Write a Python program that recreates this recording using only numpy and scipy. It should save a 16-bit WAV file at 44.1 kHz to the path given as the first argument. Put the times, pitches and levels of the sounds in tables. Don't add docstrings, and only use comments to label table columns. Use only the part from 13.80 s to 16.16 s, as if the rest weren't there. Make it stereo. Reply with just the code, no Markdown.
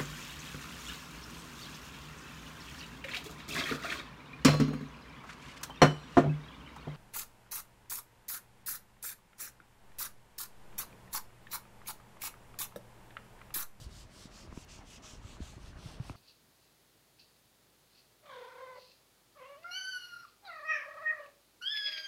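import sys
import numpy as np
from scipy import signal
from scipy.io import wavfile
from scipy.ndimage import map_coordinates

SR = 44100
rng = np.random.default_rng(int(sys.argv[2]) if len(sys.argv) > 2 else 0)


def to_wav(s):
    ch = np.atleast_2d(s).T
    pcm = np.round(np.clip(ch, -1, 1) * 32767)
    wavfile.write(sys.argv[1], SR, pcm.astype(np.int16))


N = 104031
TIME = np.arange(N) / SR

# start, hardest press and end in seconds, level in dB,
# rasp near 3 kHz in dB, treble above about 8 kHz in dB, notch in Hz.
STROKES = [(-.05, 0.027, 0.085, -60.5, 3, 7, 2250), (0.07, 0.207, 0.27, -57, -3, 0, 2120),
           (0.279, .445, 0.49, -58.5, 1, 2.5, 2600), (0.494, 0.582, 0.69, -58, 1, -1, 3600),
           (0.698, 0.85, 0.85, -59.5, 1.5, 0, 4000), (0.873, 0.918, 1.028, -56.5, 2.5, -4.5, 4020),
           (1.037, 1.164, 1.195, -59.5, 5, 2, 4300), (1.216, 1.254, 1.41, -55, 2.5, -4, 4400),
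           (1.397, 1.53, 1.594, -61.5, 3.5, 0, 5200), (1.593, 1.635, 1.805, -56, -0.5, -2.5, 5450),
           (1.77, 1.885, 1.933, -64.5, 3.5, 1.5, 7400), (1.956, 2.084, 2.21, -61, 5, 1.5, 7050),
           (2.186, 2.292, 2.36, -64, 5, 6, 7200)]
RISE_POWER, FALL_POWER = 1.0, 1.3
TREBLE_POWER, TREBLE_CENTRING = 1.27, 0.46
RASP_HZ, RASP_OCTAVES, TREBLE_HZ = 3270, 0.64, 7700
NOTCH_DB, NOTCH_WIDTH_HZ = -5.5, 500
LOBE_DB, LOBE_ABOVE_HZ, LOBE_WIDTH_HZ = 2, 1760, 770

# frequency in Hz, density in dB per Hz.
FELT_SPECTRUM = [(900, -8), (2000, -9), (2450, -1), (2900, 1.5), (3900, 0), (5000, 0.5), (6400, -0.9),
                 (7700, -3), (9200, -8), (12000, -15), (15500, -22)]
FELT_DB, FELT_PATCHY_DB, FIBRE_GRAIN_DB = 0.1, 1.27, 1.0
ECHO_S, ECHO_SWING_S, ECHO_SHARE = 0.0032, 0.0002, 0.29

# time in seconds, level in dB.
SCRUB_LEVEL = [(0, -63.5), (.26, -63.5), (.42, -60), (.53, -60.5), (.68, -58.5), (.87, -64), (1.0, -58),
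               (1.08, -63), (1.2, -59), (1.35, -60.5), (1.4, -61.5), (1.53, -58.5), (1.75, -61),
               (1.9, -60.5), (2.12, -56), (2.36, -60)]
# frequency in Hz, density in dB per Hz.
SCRUB_SPECTRUM = [(120, 0.5), (220, 4), (370, 1), (520, -6.5), (640, -4.5), (1150, -5), (1800, -8),
                  (2800, -17.5), (6000, -31)]
SCRUB_GRAIN_DB, SCRUB_PATCHY_DB = 1.47, 3
# frequency in Hz, width in Hz, level in dB re the scrub noise.
PANEL_MODES = [(392, 34, -20.5), (629.4, 54, -11), (761, 100, -16.5), (1104, 43, -16), (1227, 52, -17)]

# time in seconds, level in dB.
RUMBLE_LEVEL = [(0, -54.5), (.13, -54.5), (.23, -52.5), (.32, -62), (.59, -60.5), (.66, -53.5),
                (.71, -49.5), (.78, -53.5), (.9, -61), (.98, -59), (1.06, -60), (1.32, -63), (1.37, -49.5),
                (1.53, -55), (1.68, -52), (1.87, -50), (2.1, -53.5), (2.36, -52)]
# frequency in Hz, density in dB per Hz.
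RUMBLE_SPECTRUM = [(20, -7.5), (35, 2), (55, -0.5), (80, -4.5), (120, -9), (180, -15.5), (300, -24),
                   (600, -43)]

# frequency in Hz, density in dB per Hz.
ROOM_SPECTRUM = [(25, -2), (60, -4.5), (150, -2.5), (400, -14), (1000, -17), (2500, -21), (6000, -28.5),
                 (10000, -34), (15500, -45.5)]
ROOM_NOISE_DB = -61
# frequency in Hz, width in Hz, level in dB.
PANEL_RINGING = [(619, 18, -75.5), (1100, 8.6, -85), (2940, 5.5, -89.5)]

# start in seconds, level in dB, pitch in Hz, ring in cycles to -60 dB.
THUMPS = [(.015, -41.5, 114, 7), (0.0633, -35, 56.3, 3.5), (0.066, -48, 172, 1), (0.4551, -39, 186, 2),
          (0.7273, -39.5, 160, 1.5), (.7755, -31, 198, 2), (0.991, -43.5, 74.6, 1.5),
          (1.335, -40.5, 151, 1.5), (1.447, -39.5, 84, 4), (1.6038, -32, 214, 2.5), (1.612, -33.5, 71, 5.5),
          (1.765, -43, 108, 10), (1.779, -47, 264, 7.5), (2.058, -33.5, 120, 4), (2.1998, -29, 125, 6.5),
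          (2.299, -34, 232, 3.5), (2.303, -35.5, 94, 3)]
THUMP_RISE_CYCLES, THUMP_RISE_POWER = 0.38, 1.36
ROOM_T60_S, ROOM_DB, ROOM_DULL_HZ = 0.78, -16, 7000

# start in seconds, level in dB, contact hardness as a low-pass in Hz.
CLACKS = [(.675, -45, 1200), (.726, -42.5, 1600), (.7742, -42.5, 3200), (.99, -45, 1000),
          (1.441, -52, 1800), (1.569, -48, 2400), (1.78, -52, 900), (2.199, -45.5, 2000),
          (2.2969, -34, 3800)]
# frequency in Hz, level in dB, decay to -60 dB in seconds.
HOLDER_MODES = [(670, -12.5, 0.014), (993, -1, 0.0094), (1320, -2.5, 0.0055), (2400, -4.5, .008),
                (3420, -24, .005)]

TICK_MIDDLE_S, TICK_HALF_S, TICK_DB = 0.848, 0.004, -68
TICK_LOW_HZ, TICK_HIGH_HZ = 10500, 14600

# middle in seconds, half length in seconds,
# pitch in Hz, level in dB.
JUDDERS = [(1.015, 0.0068, 748, -53.5), (1.445, .008, 1250, -58), (1.732, 0.006, 870, -55.5)]
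JUDDER_WOBBLE = 0.039
CUTOFF_HZ = 15700


def from_db(db):
    return 10 ** (np.asarray(db) / 20)


def rms_one(x):
    return x / np.sqrt(np.mean(x ** 2) + 1e-20)


def level(rows):
    return from_db(np.interp(TIME, *np.transpose(rows)))


def bell(offset, width):
    return np.exp(-0.5 * (offset / width) ** 2)


def filtered(x, hz, kind, order=2):
    safe_hz = np.clip(hz, 10, 0.45 * SR)
    return signal.sosfilt(signal.butter(order, safe_hz, kind, fs=SR, output="sos"), x)


def resonate(x, hz, width):
    r = np.exp(-np.pi * width / SR)
    poles = [1, -2 * r * np.cos(2 * np.pi * hz / SR), r * r]
    return rms_one(signal.lfilter([1, 0, -1], poles, x))


def drift(rate):
    r = np.exp(-20 * np.pi * rate / SR)
    white = rng.standard_normal(N // 10 + 4002)
    slow = signal.lfilter([1], [1, -2 * r, r * r], white)[4000:]
    return np.interp(np.arange(N) / 10, np.arange(len(slow)), rms_one(slow))


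def grain(depth_db, rate):
    return rms_one(from_db(depth_db * drift(rate)))


def noise_bands(spectrum, count):
    points_hz, points_db = np.transpose(spectrum)
    edges = np.geomspace(points_hz[0], points_hz[-1], count + 1)
    centres = np.sqrt(edges[1:] * edges[:-1])
    gains = from_db(np.interp(np.log(centres), np.log(points_hz), points_db))
    gains = gains / np.sqrt(np.sum(gains ** 2 * np.diff(edges)) * 2 / SR)
    white = rng.standard_normal((2, N + SR // 10))
    bands = []
    for k in range(count):
        band = filtered(white[k % 2], edges[k:k + 2], "band")[-N:]
        bands.append((centres[k], gains[k] * band))
    return bands


def stroke_swell(start, peak, end):
    phase = np.interp(TIME, [start, peak, end], [0, 0.5, 1])
    return np.abs(np.sin(np.pi * phase)) ** np.where(phase < 0.5, RISE_POWER, FALL_POWER)


def felt():
    start, press, end, db, rasp_db, treble_db, notch_hz = np.transpose(STROKES)
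    fastest = press + TREBLE_CENTRING * ((start + end) / 2 - press)
    pressures = np.array([stroke_swell(*times) for times in zip(start, press, end)])
    speeds = np.array([stroke_swell(*times) for times in zip(start, fastest, end)]) ** TREBLE_POWER
    hiss = np.zeros(N)
    for hz, band in noise_bands(FELT_SPECTRUM, count=34):
        rasp = bell(np.log2(hz / RASP_HZ), RASP_OCTAVES)
        treble = 1 / (1 + (TREBLE_HZ / hz) ** 10)
        notch = NOTCH_DB * bell(hz - notch_hz, NOTCH_WIDTH_HZ)
        lobe = LOBE_DB * bell(hz - notch_hz - LOBE_ABOVE_HZ, LOBE_WIDTH_HZ)
        gains = from_db(db + rasp * rasp_db + treble * treble_db + notch + lobe)
        swell = (1 - treble) * (gains @ pressures) + treble * (gains @ speeds)
        hiss += band * swell * from_db(FELT_PATCHY_DB * drift(5.5))
    hiss = hiss * grain(FIBRE_GRAIN_DB, 220)
    lag = ECHO_S + ECHO_SWING_S * drift(1.5)
    echo = map_coordinates(hiss, [(TIME - lag) * SR], order=3)
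    return from_db(FELT_DB) * (hiss + ECHO_SHARE * echo)


def scrub():
    body, rings = np.zeros(N), np.zeros(N)
    for _, band in noise_bands(SCRUB_SPECTRUM, count=16):
        body += band * from_db(SCRUB_PATCHY_DB * drift(15.5))
    for hz, width, db in PANEL_MODES:
        rings += from_db(db) * resonate(rng.standard_normal(N), hz, width)
    return level(SCRUB_LEVEL) * rms_one(body + rings) * grain(SCRUB_GRAIN_DB, 120)


def rumble():
    return level(RUMBLE_LEVEL) * sum(band for _, band in noise_bands(RUMBLE_SPECTRUM, count=9))


def room_noise():
    return from_db(ROOM_NOISE_DB) * sum(band for _, band in noise_bands(ROOM_SPECTRUM, count=16))


def panel_ringing():
    return sum(from_db(db) * resonate(rng.standard_normal(N), hz, width) for hz, width, db in PANEL_RINGING)


def thumps():
    out = np.zeros(N)
    for start, db, hz, ring_cycles in THUMPS:
        cycles = np.maximum(TIME - start, 0) * hz
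        rise = (1 - np.exp(-cycles / THUMP_RISE_CYCLES)) ** THUMP_RISE_POWER
        swell = rise * from_db(-60 * cycles / ring_cycles)
        out += from_db(db) * swell / (swell.max() + 1e-12) * np.sin(2 * np.pi * cycles)
    return out


def classroom(x):
    out = np.zeros(N)
    lags = (rng.uniform(0.016, 0.062, 10) * SR).astype(int)
    for k, lag in enumerate(lags):
        loop = x.copy()
        gain = np.exp(-np.log(1000) * lag / SR / ROOM_T60_S)
        for i in range(lag, N, lag):
            loop[i:i + lag] += gain * loop[i - lag:i][:N - i]
        out += (loop - x) * (-1) ** k
    return from_db(ROOM_DB) * filtered(out, ROOM_DULL_HZ, "low", order=1) / np.sqrt(10)


def clacks():
    out = np.zeros(N)
    for start, db, contact_hz in CLACKS:
        age = np.maximum(TIME - start, 0)
        ring = np.zeros(N)
        for hz, mode_db, t60 in HOLDER_MODES:
            decay = np.exp(-np.log(1000) * np.minimum(age / t60, 10))
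            gain = from_db(db + mode_db + rng.normal(0, 1))
            pitch = hz * rng.normal(1, 0.035)
            ring += gain * decay * np.sin(2 * np.pi * pitch * age)
        out += filtered(ring, contact_hz, "low")
    return out


def tick():
    noise = rms_one(filtered(rng.standard_normal(N), (TICK_LOW_HZ, TICK_HIGH_HZ), "band"))
    return from_db(TICK_DB) * np.exp(-((TIME - TICK_MIDDLE_S) / TICK_HALF_S) ** 2) * noise


def judders():
    out = np.zeros(N)
    for middle, half, hz, db in JUDDERS:
        turns = np.cumsum(hz * (1 + JUDDER_WOBBLE * drift(101))) / SR
        swell = np.exp(-((TIME - middle) / half) ** 2)
        out += from_db(db) * swell * np.sin(2 * np.pi * turns)
    return out


def scene():
    wiping = felt() + scrub() + clacks() + tick() + judders()
    mid = wiping + classroom(wiping) + rumble() + thumps() + room_noise() + panel_ringing()
    return np.array([mid, mid])


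def record(dry):
    return signal.sosfilt(signal.ellip(10, 0.2, 70, CUTOFF_HZ, fs=SR, output="sos"), dry)


dry = scene()
out = record(dry)
to_wav(out)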